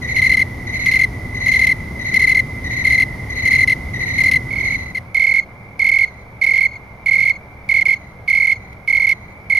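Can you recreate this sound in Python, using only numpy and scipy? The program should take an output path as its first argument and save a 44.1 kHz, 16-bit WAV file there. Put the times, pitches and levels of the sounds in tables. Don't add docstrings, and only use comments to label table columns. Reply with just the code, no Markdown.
import sys
import numpy as np
from scipy import signal
from scipy.fft import rfft, irfft, next_fast_len
from scipy.io import wavfile
from scipy.ndimage import map_coordinates

SR = 44100
rng = np.random.default_rng(int(sys.argv[2]) if len(sys.argv) > 2 else 0)


def inscribe(sig):
    pcm = np.round(np.clip(np.atleast_2d(sig).T, -1, 1) * 32767)
    wavfile.write(sys.argv[1], SR, pcm.astype(np.int16))


N = 422919


def amp(db):
    return 10 ** (np.asarray(db) / 20)


def unit(x):
    return x / np.sqrt(np.mean(x ** 2) + 1e-20)


def along(points, hz):
    f, v = np.transpose(points)
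    return np.interp(np.log(hz + 1), np.log(f + 1), v)


def wobble(rate):
    knots = rng.standard_normal(int(N * rate / SR) + 4)
    return map_coordinates(knots, [np.arange(N) * rate / SR])


def filtered(x, response):
    size = next_fast_len(N + 8192)
    return irfft(rfft(x, size) * response(np.fft.rfftfreq(size, 1 / SR)), size)[..., :N]


def add(track, s, sound):
    if s >= 0:
        part = track[round(s * SR):][:len(sound)]
        part += sound[:len(part)]


def noise(spectrum):
    return unit(filtered(rng.standard_normal(N), lambda hz: amp(along(spectrum, hz))))


def placed(x, pan_db, lead_ms, wet_db, t60):
    sides = np.array([[.5], [-.5]])
    direct = amp(pan_db * sides) * filtered(x, lambda hz: np.exp(2j * np.pi * hz * sides * lead_ms / 1e3))
    t = np.arange(SR // 4) / SR
    tail = rng.standard_normal((2, len(t))) * amp(-60 * t / t60)
    scatter = signal.fftconvolve(x[None], unit(tail) / np.sqrt(len(t)), axes=1)[:, :N]
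    return direct + amp(wet_db) * scatter


# time in seconds, share of the second scene from 0 to 1.
CROSSFADE = [(4.682, 0), (5.141, 1)]

def crossfade_share():
    return np.interp(np.arange(N) / SR, *np.transpose(CROSSFADE)).clip(0, 1)


def scene_gain(first_db, second_db):
    return amp(first_db + (second_db - first_db) * crossfade_share())


# frequency in Hz, left-right likeness from 0 to 1.
STEREO_LIKENESS = [(60, .989), (125, .977), (250, .93), (500, .83), (1000, .62), (3000, .4), (10000, .3)]

def diffuse(spectrum):
    def mid_and_side(hz):
        width = np.arccos(np.clip(along(STEREO_LIKENESS, hz), -1, 1)) / 2
        return amp(along(spectrum, hz)) * [np.cos(width), np.sin(width)]

    mid, side = filtered(rng.standard_normal((2, N)), mid_and_side)
    return unit(np.array([mid + side, mid - side]))


# frequency in Hz, relative noise density in dB.
FIRST_SCENE_RUMBLE = [(12, -47), (20, -16), (59, 1.5), (118, 1.5), (135, 0), (157, -5), (215, -8),
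                      (248, -7), (307, -12.5), (600, -23), (780, -60), (1320, -120)]
SECOND_SCENE_RUMBLE = [(15, -30), (40, -15), (65, 5), (85, -2.5), (112, 4.5), (145, -6.5), (192, -2.5),
                       (215, -9.5), (300, -13.5), (600, -23.5), (1000, -73.5)]
# frequency in Hz, level in dB against the rumble.
FIRST_SCENE_DRONE = [(70, -15), (99, -19), (130, -16.5), (196, -16), (241, -14.5), (263, -16.5),
                     (349, -21.5)]
SECOND_SCENE_DRONE = [(118, -11)]

def distant_rumble():
    t = np.arange(N) / SR

    def drone(lines):
        return sum(amp(db + 0.93 * wobble(4.68)) * np.sin(2 * np.pi * hz * t + 0.85 * wobble(7))
                   for hz, db in lines)

    share = crossfade_share()
    first = np.sqrt(1 - share) * (diffuse(FIRST_SCENE_RUMBLE) + drone(FIRST_SCENE_DRONE))
    second = np.sqrt(share) * (diffuse(SECOND_SCENE_RUMBLE) + drone(SECOND_SCENE_DRONE))
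    return scene_gain(-29, -40.5) * (first + second)


# frequency in Hz, relative noise density in dB.
AIR_SPECTRUM = [(60, 6.5), (200, -13), (450, 1.5), (750, 2.5), (1100, -1), (1600, -8), (2800, -23),
                (4500, -28.5), (7000, -44.5), (10000, -52), (13000, -35), (15500, -35.5)]

def night_air(whine_hz=8799):
    t = np.arange(N) / SR
    whine = np.sin(2 * np.pi * whine_hz * t + .5 * wobble(12))
    return scene_gain(-40.5, -44) * diffuse(AIR_SPECTRUM) + scene_gain(-64, -79.5) * whine


# time in seconds, delay in seconds.
WING_PAUSES = [(3.655, 0.014)]
FULL_CHIRP = 11
MISSED_STROKE_S = 7.832

def strokes(chirps, stroke_s, group_s):
    rows = []
    for start, count, hz, db in chirps:
        numbers = np.arange(count) + 1
        groups, places = np.divmod(numbers, 3)
        times = start + groups * group_s + (places - 1) * stroke_s
        for pause, delay in WING_PAUSES:
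            times = times + delay * (times > pause) * (start < pause)
        levels = db - 1.0 * (numbers == 1)
        rows += [(s, hz, level, place) for s, level, place in zip(times, levels, places)
                 if abs(s - MISSED_STROKE_S) > stroke_s / 2]
    return rows


# frequency in Hz, relative noise density in dB.
RASP_SPECTRUM = [(1000, -43), (1800, 5.5), (2800, 6), (3600, -1), (5400, -2), (7000, -11.5), (9000, -9),
                 (11000, -3), (13000, -11), (15500, -27.5)]
SLOW_WINGS = dict(stroke_s=.0215, group_s=.0763, length_s=.019, ring_s=.0021,
                  fall=.085, bend=.079, swell=.22)
QUICK_WINGS = dict(stroke_s=.0215, group_s=.0715, length_s=.02, ring_s=.0023,
                   fall=.09, bend=.083, swell=.39)

def stridulate(chirps, overtones, rasp_db, click_db, lift_db,
               stroke_s, group_s, length_s, ring_s, fall, bend, swell):
    tone, friction = np.zeros(N), np.zeros(N)
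    t = np.arange(SR // 30) / SR
    ring_pole = np.exp(-1 / (ring_s * SR))
    for s, hz, db, place in strokes(chirps, stroke_s, group_s):
        loud, sharp, phase, linger = rng.standard_normal(4)
        rasp_stray_db, click_stray_db, lift_stray_db = rng.uniform(-1, 1, 3) * [4, 7, 6]
        stretch = 1 + 0.084 * (place == 2) + 0.03 * linger
        progress = t / (length_s * stretch)
        travel = np.minimum(progress, 1)
        push = np.sin(np.pi * travel).clip(0) ** (swell + 2 * progress ** 2)
        ring = signal.lfilter([1 - ring_pole], [1, -ring_pole], push)
        glide = 1 + fall * (.5 - travel) + bend * np.exp(-progress / 0.12)
        angle = 2 * np.pi * (phase + np.cumsum(hz * (1 + .004 * sharp) * glide) / SR)
        wave = ring * np.sin(angle)
        for harmonic, level_db, moment, spread in overtones:
            flare = np.exp(-((progress - moment) / spread) ** 2) * (1 - np.exp(-t / 0.00032))
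            wave += amp(level_db + 1.55 * rng.standard_normal()) * flare * np.sin(harmonic * angle)
        add(tone, s, amp(db + 0.57 * loud) * wave)
        click = amp(click_db + click_stray_db) * np.exp(-t / 0.0021) * (1 - np.exp(-t / 0.0004))
        rasp = amp(rasp_db + rasp_stray_db) * np.sqrt(push)
        scratch = amp(lift_db + lift_stray_db) * np.exp(-((progress - .8) / 0.31) ** 2)
        add(friction, s, amp(db) * (click + rasp + scratch))
    return tone + friction * noise(RASP_SPECTRUM)


# frequency in Hz, relative noise density in dB.
HAZE_SPECTRUM = [(1500, -34.5), (2100, 2.5), (2800, -1.5), (4000, -0.5), (5000, -1.5), (6200, -3),
                 (7500, -9.5), (9000, -4), (11000, -4.5), (13000, -8.5), (15500, -17.5)]

def far_chorus():
    def crowd(hz, wings, singers=6, period_s=.64):
        starts = (np.arange(-singers, N / SR / period_s * singers) + .5) * period_s / singers
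        strays = rng.standard_normal((len(starts), 3))
        chirps = [(s + .015 * late, FULL_CHIRP, hz * (1 + 0.014 * sharp), 0.83 * loud)
                  for s, (late, sharp, loud) in zip(starts, strays)]
        song = stridulate(chirps, [], rasp_db=-50, click_db=-50, lift_db=-50, **wings)
        return unit(placed(song, pan_db=-8, lead_ms=0, wet_db=5, t60=0.072))

    low = scene_gain(-33.5, -57) * crowd(hz=2025.5, wings=SLOW_WINGS)
    high = scene_gain(-48, -45.5) * crowd(hz=2199, wings=QUICK_WINGS)
    return low + high + scene_gain(-50, -64) * diffuse(HAZE_SPECTRUM)


DUET_STARTS = [.02, .668, 1.345, 1.990, 2.640, 3.298, 3.935, 4.580, 5.89, 7.79, 8.40, 9.0]
# harmonic, level in dB, moment and spread of its flare as shares of a stroke.
NEIGHBOUR_OVERTONES = [(2, -21.5, 0.57, 0.94), (3, -22, 0.44, 0.37), (5, -47, .45, .35)]

def neighbours():
    def singer(hz, lag_s):
        detunes = 0.0075 * rng.standard_normal(len(DUET_STARTS))
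        chirps = [(s + lag_s, FULL_CHIRP, hz * (1 + off), 0) for s, off in zip(DUET_STARTS, detunes)]
        return stridulate(chirps, NEIGHBOUR_OVERTONES, rasp_db=-29.5, click_db=-27.5, lift_db=-39,
                          **SLOW_WINGS)

    leader = placed(singer(hz=2015, lag_s=0), pan_db=2, lead_ms=.11, wet_db=-5, t60=.09)
    partner = placed(singer(hz=2076, lag_s=.068), pan_db=0, lead_ms=-.075, wet_db=-5, t60=.07)
    return scene_gain(-20.5, -45) * leader + scene_gain(-18, -42) * partner


FOLLOWER_STARTS = [5.185, 5.835, 6.516, 7.115, 7.720, 8.317]
# harmonic, level in dB, moment and spread as shares of a stroke.
FOLLOWER_OVERTONES = [(2, -23.5, .5, 0.5), (3, -30.5, .5, 0.48), (5, -49, .45, .35)]

def follower(hz=2168, level_db=-27.5):
    chirps = [(s, FULL_CHIRP, hz, level_db) for s in FOLLOWER_STARTS]
    song = stridulate(chirps, FOLLOWER_OVERTONES, rasp_db=-32, click_db=-36, lift_db=-43.5, **QUICK_WINGS)
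    return placed(song, pan_db=-1, lead_ms=.03, wet_db=-11, t60=.08)


# start in seconds, level in dB.
HARD_SKIDS = [(.859, -20), (1.669, -20), (2.140, -20.5), (4.314, -20.5), (5.89, -23.5), (6.439, -24.5),
              (9.091, -22)]

def skids(slip_share=0.4, slip_db=-28, rise_s=0.00081, decay_s=0.0041):
    force, t = np.zeros(N), np.arange(SR // 30) / SR
    first_strokes = strokes(first_chirps(), SLOW_WINGS["stroke_s"], SLOW_WINGS["group_s"])
    openers = [s for s, _, _, place in first_strokes if place == 0]
    light_slips = [(s, slip_db) for s in openers if rng.random() < slip_share]
    shrub_tick = (8.729, -46)  # seconds, dB
    for s, db in HARD_SKIDS + [shrub_tick] + light_slips:
        add(force, s, amp(db) * np.exp(-t / decay_s) * (1 - np.exp(-t / rise_s)))
    return placed(force * noise(RASP_SPECTRUM), pan_db=-1, lead_ms=.01, wet_db=-14, t60=.05)


SECOND_STARTS = [4.505, 5.145, 5.793, 6.413, 7.059, 7.689, 8.277, 8.875, 9.498]
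# harmonic, level in dB, moment and spread as shares of a stroke.
SECOND_OVERTONES = [(2, -27, 0.53, 0.34), (3, -39.5, 0.62, 0.42), (4, -34, 0.17, 0.16), (5, -35, 0.2, .13),
                    (5, -43.5, 0.52, 0.22), (6, -50, .25, .2)]

def second_cricket(hz=2159.3):
    chirps = [(s, FULL_CHIRP, hz, 0) for s in SECOND_STARTS]
    song = stridulate(chirps, SECOND_OVERTONES, rasp_db=-38.5, click_db=-24, lift_db=-40.5, **QUICK_WINGS)
    return scene_gain(-15.5, -7.5) * placed(song, pan_db=-5.5, lead_ms=-.03, wet_db=-19, t60=.07)


# start in seconds, number of strokes.
FIRST_CHIRPS = [(.162, 11), (.859, 8), (1.460, 11), (2.1395, 11), (2.846, 8), (3.453, 11), (4.1815, 8),
                (4.947, 2)]

def first_chirps(hz=2068):
    return [(s, count, hz, 0) for s, count in FIRST_CHIRPS]


# harmonic, level in dB, moment and spread as shares of a stroke.
FIRST_OVERTONES = [(2, -21, 0.48, 0.36), (3, -35, 0.33, 0.61), (4, -40, 0.21, 0.84), (5, -30.5, 0.37, 0.32),
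                   (6, -45.5, .42, .32)]

def first_cricket():
    song = stridulate(first_chirps(), FIRST_OVERTONES, rasp_db=-39.5, click_db=-21, lift_db=-33.5,
                      **SLOW_WINGS)
    return scene_gain(-7, -19.5) * placed(song, pan_db=1.8, lead_ms=-.004, wet_db=-20, t60=.08)


def scene():
    crickets = first_cricket() + second_cricket() + follower() + neighbours() + skids() + far_chorus()
    return crickets + distant_rumble() + night_air()


# frequency in Hz, gain in dB.
MIC_RESPONSE = [(7000, 0.5), (7700, -3.5), (8000, -19), (8200, -22), (8550, -0.5)]

def record(dry):
    return filtered(dry, lambda hz: amp(along(MIC_RESPONSE, hz)) * (hz < 15800))


dry = scene()
out = record(dry)
inscribe(out)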